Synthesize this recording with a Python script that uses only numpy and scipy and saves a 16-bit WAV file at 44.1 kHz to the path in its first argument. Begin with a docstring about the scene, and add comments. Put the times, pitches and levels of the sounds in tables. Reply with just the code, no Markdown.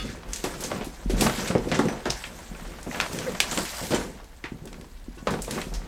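"""Squeezing through a broken wall

People step through a gap in a broken wall of a derelict house, close to the microphone. Filtered noise
bursts make plaster and glass snap and boards thud; enveloped grainy noise makes boards rattle, crumbs
grind and nylon jackets swish along the studs. Decaying sines make shards ring and the floor sway very low,
a gliding sine creaks, and a small bare room adds a short tail over quiet air and a far rumble."""
import sys
import numpy as np
from scipy import signal
from scipy.fft import rfft, irfft
from scipy.io import wavfile
from scipy.ndimage import uniform_filter1d

SR = 44100
rng = np.random.default_rng(int(sys.argv[2]) if len(sys.argv) > 2 else 0)


def wav_record(signal):
    """Record a signal, one row per channel, as 16-bit PCM in the file named by sys.argv[1]."""
    frames = np.transpose(np.atleast_2d(signal))
    bounded = np.clip(frames, -1, 1)
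    # unit amplitude maps onto the largest positive 16-bit level
    quanta = np.round(bounded * 32767).astype(np.int16)
    wavfile.write(sys.argv[1], SR, quanta)


def attenuation_scalar(level_db):
    """Turn a level in dB into a linear amplitude multiplier (20 dB per decade)."""
    decades = np.asarray(level_db, float) / 20
    return 10 ** decades


N = 258867  # length [samples]


def read(points, hz):
    """Logarithmic interpolation: joins (frequency [Hz], gain [dB]) points on a log axis."""
    f, value = np.transpose(points)
    return np.interp(np.log(hz + 1), np.log(f + 1), value)


def curve(rows, index):
    """Linear interpolation: one column of a table at every sample, timed by the first column."""
    return np.interp(np.arange(N) / SR, np.array(rows)[:, 0], np.array(rows)[:, index])


def colour(x, db_of):
    """Linear filtering: weights the spectrum by a gain in dB over frequency, then sets the rms to 1."""
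    gain = attenuation_scalar(db_of(np.fft.rfftfreq(x.shape[-1], 1 / SR)))
    y = irfft(rfft(x) * gain, x.shape[-1])
    return y / np.sqrt(np.mean(y ** 2) + 1e-20)


def add(mix, s, sound):
    """Superposition: mixes a sound in at time s."""
    part = mix[max(round(s * SR), 0):][:len(sound)]
    part += sound[:len(part)]


def gritty(per_s, spread_db, grain_s, share):
    """Granular friction: white noise, a share of it swelled by random scratches of uneven size."""
    size_db = spread_db * np.minimum(rng.exponential(1, N), 4)
    hits = (rng.random(N) < per_s / SR) * attenuation_scalar(size_db)
    lumps = signal.lfilter([1], [1, -np.exp(-1 / (grain_s * SR))], hits)
    strength = 1 - share + share * lumps / np.sqrt(np.mean(lumps ** 2))
    return rng.standard_normal(N) * strength


def stroke(s, length, db, rise_s, fade_db_per_s):
    """Envelope of one movement: swells, holds, then fades at a steady rate."""
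    t = np.arange(N) / SR - s
    swell = np.clip(t / rise_s, 0, 1) ** 2
    return swell * attenuation_scalar(db - fade_db_per_s * np.maximum(t - length, 0))


# room tone spectrum: (frequency [Hz], relative gain [dB])
AIR_SPECTRUM = [(35, -36), (60, 4), (113, -11), (245, -10), (1240, -31), (3400, -43), (4000, -43),
                (12400, -34), (15300, -40), (16400, -37)]


def air():
    """Stationary noise: steady room tone."""
    return attenuation_scalar(-54.5) * colour(rng.standard_normal(N), lambda f: read(AIR_SPECTRUM, f))


def rumble():
    """Narrow-band noise: a steady far rumble around 25 Hz."""
    return attenuation_scalar(-54) * colour(rng.standard_normal(N), lambda f: -9 * np.log2((f + 1) / 26) ** 2)


def patchy(x, depth_db):
    """Time-frequency modulation: patches some 30 ms by 1.5 kHz swell and sink as folds of cloth catch."""
    z = signal.stft(x, nperseg=256)[2]
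    field = rng.standard_normal(z.shape[::-1])
    field = uniform_filter1d(field, size=10, axis=0)  # smooth in time
    field = uniform_filter1d(field, size=9, axis=1).T  # smooth in frequency
    return signal.istft(z * attenuation_scalar(depth_db * field / field.std()), nperseg=256)[1][:N]


# nylon rubbing spectrum: (frequency [Hz], relative gain [dB])
NYLON_SPECTRUM = [(880, -13), (1500, 13.5), (2150, 13), (2500, 10), (8130, 8.5), (9640, 0.5), (15000, -5),
                  (15900, -23), (16400, -43)]
# jackets dragged along the studs: (start [s], time to the fade [s], level [dB],
#   brightness from -4 all dull to 4 all bright, limited beyond [dB per octave])
RUBS = [(-.1, 0.21, -45, -7), (0.24, 0.28, -46, 1.8), (0.529, 0.22, -47.5, 4), (0.795, 0.46, -58.5, 2.5),
        (1.11, .1, -39, 1), (1.153, 0.11, -34.5, 3.5), (1.285, 0.17, -36.5, -2.5), (1.567, 0.31, -55.5, 8),
        (1.755, 0.39, -51, -3.5), (2.098, 0.16, -48, 2.5), (2.288, 0.76, -54, 2), (2.843, 0.3, -47.5, 4),
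        (3.078, 0.47, -46, 1), (3.44, 0.44, -39, 4), (3.892, 0.14, -46, -2.5), (4.597, 0.28, -69, 6),
        (5.198, 0.24, -54.5, 4), (5.423, 0.19, -46, 6), (5.72, .2, -64, -7)]


def swish():
    """Sliding friction: fine grains in strokes that swell and fade, between a dull and a bright rub."""
    x = patchy(gritty(per_s=400, spread_db=3, grain_s=.0015, share=.25), depth_db=2.2)
    dull = colour(x, lambda f: read(NYLON_SPECTRUM, f) - 4 * np.log2(f / 6000 + 0.13))
    bright = colour(x, lambda f: read(NYLON_SPECTRUM, f) + 4 * np.log2(f / 6000 + 0.16))
    out = attenuation_scalar(-60) * (dull + bright) / 2  # the sleeves never quite stop brushing
    for s, length, db, tilt in RUBS:
        mix = np.clip(.5 + tilt / 8, 0, 1)
        rub = (1 - mix) * dull + mix * bright
        out = out + stroke(s, length, db, rise_s=0.089, fade_db_per_s=126) * rub
    return out


# feet taking weight and scraping: (start [s], time to the fade [s], board rattle level [dB],
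#   loose grit under the sole, added to the crumbs alone [dB])
SHIFTS = [(-.1, .14, -34.5, -8.5), (.1, .34, -47.5, -3.5), (0.43, 0.16, -39.5, -4),
          (0.567, 0.11, -39.5, -1.5), (0.657, 0.15, -39.5, -0.5), (.86, 0.45, -47, -6.5),
          (1.11, 0.18, -34, -4), (1.174, 0.089, -22, -1.5), (1.338, 0.19, -35, 1), (1.55, 0.32, -31.5, -8),
          (1.774, .12, -31, -6.5), (1.904, 0.099, -46.5, -3), (2.036, 0.13, -51, 8.5),
          (2.204, 0.85, -48, -1.5), (2.904, 0.14, -41, 5.5), (3.07, 0.18, -39, -1),
          (3.195, 0.16, -40, -0.5), (3.385, 0.14, -42.5, 4.5), (3.516, 0.092, -34.5, -0.5),
          (3.66, 0.21, -47.5, 6.5), (3.86, 0.14, -30.5, -7), (4.055, 0.17, -51, -6.5),
          (4.583, 0.2, -45, -15), (4.744, 0.072, -54.5, -4), (5.236, 0.11, -30, -7),
          (5.447, 0.14, -35, -2.5), (5.675, .2, -44.5, -4)]


def underfoot(db_of):
    """Power summation of the weight shifts; db_of gives a layer's level from rattle and grit."""
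    power = attenuation_scalar(db_of(-61.5, 0)) ** 2  # boards and crumbs stay faint even under still feet
    for s, length, db, grit_db in SHIFTS:
        power = power + stroke(s, length, db_of(db, grit_db), rise_s=0.058, fade_db_per_s=137) ** 2
    return np.sqrt(power)


# plaster crumb spectrum: (frequency [Hz], relative gain [dB])
CRUMB_SPECTRUM = [(290, -11), (500, -5.5), (572, 4), (953, 4), (1400, 0), (2670, -6.5), (6000, -16.5),
                  (7800, -51), (13200, -120)]


def debris():
    """Granular friction: plaster crumbs under soles follow the weight less steeply than the boards do."""
    crumbs_db, follow, mean_effort_db = -42.5, 0.76, -40.5  # follow: crumb dB per dB of board rattle
    level = underfoot(lambda db, grit_db: crumbs_db + follow * (db - mean_effort_db) + grit_db)
    grains = gritty(per_s=130, spread_db=9.2, grain_s=0.0067, share=0.4)
    return level * colour(grains, lambda f: read(CRUMB_SPECTRUM, f))


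# loose board spectrum, used in full by the rattle and in part by the thuds:
#   (frequency [Hz], relative gain [dB])
BOARD_SPECTRUM = [(35, -39), (60, -4), (92, 0.5), (213, 8), (279, 2.5), (525, 1.5), (584, -5.5), (924, -15),
                  (1040, -26), (1500, -40), (1950, -45), (3300, -120)]


def rattle():
    """Repeated random impacts: loose boards knock unevenly while weight shifts."""
    knocks = gritty(per_s=40, spread_db=2.5, grain_s=0.028, share=0.61)
    return underfoot(lambda db, grit_db: db) * colour(knocks, lambda f: read(BOARD_SPECTRUM, f))


# body weight dropping on the joists: (time [s], level [dB], pitch [Hz], decay time t60 [s])
JOLTS = [(-.04, -26.5, 47, 0.37), (0.259, -28.5, 43.6, 0.23), (.67, -41, 43.6, .5),
         (0.799, -37.5, 47.2, 0.28), (.96, -39, 42, .9), (1.048, -20.5, 41.6, 0.58), (1.12, -23, 42.6, .3),
         (1.58, -33, 42, 0.48), (2.06, -34, 54, 0.43), (2.49, -38, 44.7, 0.45), (2.63, -31.5, 40, 0.26),
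         (3.42, -36, 44, .5), (3.6, -43, 43.6, .5), (3.91, -38, 44, 1), (5.07, -36.5, 43.5, 0.4),
         (5.25, -36, 43.2, 0.45), (5.38, -33, 44, .4), (5.68, -27, 39.9, 0.52), (5.75, -25, 40, 0.15)]


def sway():
    """Damped resonance of the joists' lowest mode: each jolt swells and dies, over a random tremble."""
    out = attenuation_scalar(-47) * colour(rng.standard_normal(N), lambda f: -12 * np.log2((f + 1) / 41.2) ** 2)
    rise_s = 0.031
    for s, db, hz, t60 in JOLTS:
        t = np.maximum(np.arange(N) / SR - s, 0)
        late = np.maximum(t - rise_s, 0)
        envelope = np.minimum(t / rise_s, 1) * attenuation_scalar(db - 60 * late / t60)
        out = out + envelope * np.sin(2 * np.pi * hz * t)
    return out


# small glass shards set ringing:
#   (time [s], modes as (frequency [Hz], starting level [dB], decay time t60 [s]))
SHARDS = [(0, [(1262, -41, .3), (2595, -46, .4), (2865, -37, .15), (3390, -39, .17), (3500, -38, .25),
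          (4455, -43, .25), (5046, -45, .2), (9300, -52, .12)]), (1.884, [(5435, -45, .1), (5990, -40, .3),
          (8260, -50, .2), (9459, -47, .15), (13749, -53, .14), (15400, -62, .06)]),
          (3.945, [(1476, -36, .2), (3062, -28, .08), (5900, -41, .15), (7281, -28, .09), (7330, -42, .35),
          (8509, -37, .17), (12100, -52, .35), (12670, -45, .07), (14500, -48, .12)]),
          (3.998, [(6500, -38, .05), (9600, -48, .3), (10300, -44, .04)]), (5.178, [(1100, -50, .3),
          (1480, -51, .35), (2690, -50.5, .12)])]


def shards():
    """Modal decay: each shard is a sum of thin, exponentially dying tones."""
    out, t = np.zeros(N), np.arange(SR // 3) / SR
    for s, modes in SHARDS:
        for hz, db, t60 in modes:
            add(out, s, attenuation_scalar(db - 60 * t / t60) * np.sin(2 * np.pi * hz * t))
    return out


# feet and knocks on the boards: (time [s], peak level before the bass cut [dB], pitch [Hz],
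#   rattle decay time t60 [s], hardness as added spectral tilt [dB per octave])
THUDS = [(0.0479, -23, 227, 0.37, -14), (0.4409, -17, 323, 0.24, 3), (0.6115, -29.5, 330, 0.12, 4),
         (.7183, -18, 580, 0.17, -3), (0.8104, -21.5, 264, 0.17, 0), (0.8684, -23.5, 324, 0.13, -7.5),
         (0.9917, -41, 350, .14, 4), (1.059, -17, 200, 0.084, -24), (1.0978, -17, 392, 0.22, -2.5),
         (1.134, -17, 180, .2, -9), (1.2191, -10.5, 318, 0.1, 0), (1.2412, -16, 240, 0.24, -9),
         (1.2648, -20.5, 193, 0.15, 9), (1.393, -27, 174, 0.31, 1), (1.5009, -14.5, 174, 0.22, -3),
         (1.552, -8, 463, .13, -3.5), (1.5961, -29.5, 318, 0.44, -1), (1.7156, -15.5, 187, 0.52, 0),
         (1.7918, -9, 298, 0.15, 4.5), (1.8055, -16.5, 260, 0.14, 0), (1.8853, -22, 350, 0.54, 3),
         (2.0564, -18, 348, 0.23, 3.5), (2.095, -26, 128, 0.22, -6), (2.5128, -28, 195, .11, -5),
         (2.617, -33, 186, 0.12, -8), (2.8642, -24.5, 254, 0.2, -4), (3.095, -28.5, 111, 0.086, 0.5),
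         (3.1314, -23.5, 230, 0.16, -5), (3.2654, -27.5, 517, .19, 21), (3.4036, -23, 740, 0.16, 0),
         (3.5182, -22, 266, 0.16, 3), (3.5821, -16, 260, 0.12, 3.5), (3.8139, -24, 490, 0.4, -7),
         (3.906, -18, 296, 0.23, -0.5), (3.9192, -15, 307, 0.35, 3), (3.936, -15, 395, 0.21, -1),
         (4.4415, -27.5, 294, 0.15, -10), (4.5192, -22, 284, 0.088, -10), (4.543, -32.5, 169, 0.26, -5),
         (4.6178, -30.5, 152, .22, -9), (4.6544, -31.5, 320, 0.16, -3), (5.082, -28.5, 262, 0.19, -21),
         (5.1723, -37, 312, 0.55, -5), (5.2238, -28.5, 200, 0.02, 0), (5.271, -13.5, 540, 0.28, 4),
         (5.3681, -22, 171, 0.063, 1.2), (5.4792, -25.5, 513, 0.12, -3.5), (5.6679, -23.5, 190, 0.091, -3),
         (5.7154, -30.5, 160, 0.29, -2)]


def thuds():
    """Impact excitation: a push of a cycle or two at the board's pitch, and a rough burst of rattle."""
    out, t = np.zeros(N), np.arange(16384) / SR
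    noises = rng.standard_normal((len(THUDS), len(t)))
    for (s, db, hz, t60, tilt), noise in zip(THUDS, noises):
        burst = colour(noise, lambda f: 0.38 * read(BOARD_SPECTRUM, f) + tilt * np.log2(f / 300 + 0.25)
                       + 8 * np.exp(-(np.log((f + 1) / hz) / 0.11) ** 2)  # resonance at the pitch
                       - 20 * np.log10(1 + (f / 2500) ** 4))
        burst *= (1 - np.exp(-t / 0.00083)) * attenuation_scalar(-60 * t / t60)
        cycles = t * hz
        push = 2.01 * np.sin(2 * np.pi * cycles) * 5 * cycles * np.exp(-2 * cycles)
        blow = push + burst
        add(out, s, attenuation_scalar(db) * blow / abs(blow).max())
    return signal.lfilter(*signal.butter(2, 100, "high", fs=SR), out)  # the deep bass below about 100 Hz is cut away


# debris snapping: (time [s], snap peak level [dB], ring frequency [Hz],
#   added brightness [dB per octave], tail against snap before their envelopes [dB])
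CRACKS = [(0.0526, -36, 1000, 1, -4), (0.0982, -37, 1480, -8, -11), (0.149, -34.5, 1390, -23, -26),
          (.333, -14.5, 6500, 4.5, -13.5), (0.3596, -22, 7190, 3, -10), (.4399, -20.5, 12100, 0, -5),
          (.539, -34, 1310, -2, -3.5), (.6057, -29.5, 12000, 6, 0), (0.6376, -21, 7050, 3, -4.5),
          (.715, -22, 1200, -7, -8), (0.8106, -31, 2700, -6.5, 0), (0.845, -32.5, 11900, 6, -4),
          (1.0971, -35.5, 12000, 0, 7.5), (1.1776, -29, 12200, -6, 0), (1.2094, -10.5, 12000, 2.5, -6),
          (1.474, -24.5, 9000, -1.5, -1), (1.5515, -23, 2220, -10.5, -8), (1.581, -30, 5500, 5, -16),
          (1.687, -32, 1570, 1, -6), (1.7155, -17.5, 2150, -5, -8), (1.7437, -26, 7000, -4.5, 2),
          (1.79, -21.5, 1160, 0.5, -7), (1.8546, -30, 7960, -1, -24), (1.8845, -22, 2200, -6, -12),
          (2.0553, -21.5, 1490, -2.5, -6.5), (2.0998, -20, 4480, 0, -21), (2.1037, -9.5, 5300, 2, -14),
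          (2.2393, -20.5, 2700, -6, -9.5), (2.549, -34, 2060, -11, -13), (2.5977, -34, 11900, -8, -15),
          (2.8292, -30, 8100, 7, -11.5), (2.913, -25, 2490, -12, -12), (2.946, -21, 2030, -9.5, -13),
          (3.001, -7.5, 1680, -4, -17.5), (3.0111, -10.5, 1670, -1.5, -14), (3.131, -24.5, 1930, 9, -12),
          (3.1876, -21, 7680, -2.3, -12), (3.32, -30, 1080, 10, -21), (3.4023, -3, 2500, 2, -18),
          (3.5119, -18.5, 7600, -1, -6), (3.5752, -12, 8100, -5.5, -17), (3.5883, -18, 1410, 4, -14),
          (3.6515, -23, 12000, -4.5, -10), (3.868, -25.5, 12000, 0, -19), (3.906, -32, 1200, 1, 2),
          (3.9211, -22.5, 2270, -2, -25), (3.9353, -22.5, 2000, -2, -9), (3.9453, -23, 7650, -2, -2.5),
          (4.036, -33, 6000, 0, -20), (4.243, -39, 2680, 5, -23), (4.44, -25, 2060, -7.5, -5),
          (4.655, -36, 1145, 10, -17), (4.6746, -34, 12000, -2.5, -11), (4.729, -29.5, 7700, -6.5, -23),
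          (4.743, -35, 12140, -8, -14), (4.8119, -34, 11300, -0.5, -26), (5.149, -52, 1220, 6, 3),
          (5.1814, -46.5, 1143, -0.5, 4), (5.2714, -14.5, 1080, -7.5, -12.5),
          (5.3066, -28, 1000, 4.5, -6.5), (5.4197, -23, 8150, 9, -10), (5.446, -28, 2350, 5, -15),
          (5.4789, -31.5, 12000, -6, -9), (5.5094, -19.5, 10300, 2, -13), (5.5444, -32, 12200, -3, 0),
          (5.5765, -27.5, 2150, -15, -3), (5.6155, -20, 2180, 0.3, -12.5), (5.7382, -28.5, 5450, 4, -5),
          (5.8174, -36, 2040, -13, -22)]


def cracks():
    """Brittle fracture: a few milliseconds of ringing snap, then a scatter of bits that rings less."""
    out, t = np.zeros(N), np.arange(16384) / SR
    scatter_t60_s = 0.18  # how long the bits keep skittering
    noises = rng.standard_normal((len(CRACKS), len(t)))
    for (s, db, hz, tilt, tail_db), noise in zip(CRACKS, noises):
        bits = colour(noise, lambda f: tilt * np.log2(f / 3000 + 0.015)
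                      - 12 * np.log2(1 + (700 / (f + 1)) ** 2)  # little bass
                      - 12 * np.log2(1 + (f / 9500) ** 3))  # soft top
        snap = colour(bits, lambda f: 9 * np.exp(-(np.log((f + 1) / hz) / 0.33) ** 2))
        tail = colour(bits, lambda f: 6.5 * np.exp(-(np.log((f + 1) / hz) / 0.33) ** 2))
        snap *= (1 - np.exp(-t / .0002)) * np.exp(-t / .0022)
        tail *= attenuation_scalar(tail_db - 60 * t / scatter_t60_s) * (1 - np.exp(-t / .005))
        add(out, s, attenuation_scalar(db) * (snap + tail) / abs(snap).max())
    return out


# a board creaks as it bends: (time [s], level before the lumps [dB], pitch [Hz])
CREAK = [(3.255, -54, 539), (3.27, -34, 532), (3.282, -23.5, 517), (3.297, -32, 437), (3.312, -44, 446),
         (3.325, -52, 440)]


def creak():
    """Stick-slip friction: a short falling groan of lumpy strength."""
    lumps = 1 + 0.3 * colour(rng.standard_normal(N), lambda f: -6 * np.log2(1 + (f / 60) ** 2))
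    sample = np.arange(N)
    on = (sample > CREAK[0][0] * SR) & (sample < CREAK[-1][0] * SR)
    phase = 2 * np.pi * np.cumsum(curve(CREAK, index=2)) / SR
    return on * lumps * attenuation_scalar(curve(CREAK, index=1)) * np.sin(phase)


def room(x, tail_db, t60):
    """Diffuse reverberation: adds the walls' dense decaying tail after a 4 ms gap."""
    t = np.arange(SR // 2) / SR
    tail = rng.standard_normal(len(t)) * attenuation_scalar(-60 * t / t60) * (t > .004)
    return x + attenuation_scalar(tail_db) * signal.oaconvolve(x, tail / np.linalg.norm(tail))[:N]


def scene():
    """Superposition: near sources in the room, with shards, sway, air and rumble added dry."""
    background = air() + rumble()
    near = cracks() + thuds() + swish() + debris() + rattle() + creak()
    return (room(near, tail_db=-12, t60=.3) + shards() + sway() + background)[None]


def band_limit(x):
    """A steep low-pass at the top of the band."""
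    return signal.sosfilt(signal.butter(12, 16520, fs=SR, output="sos"), x)


def record(dry):
    """Single-channel pickup: the finished mix stays mono, with no further change of level."""
    return band_limit(dry)


dry = scene()
out = record(dry)
wav_record(out)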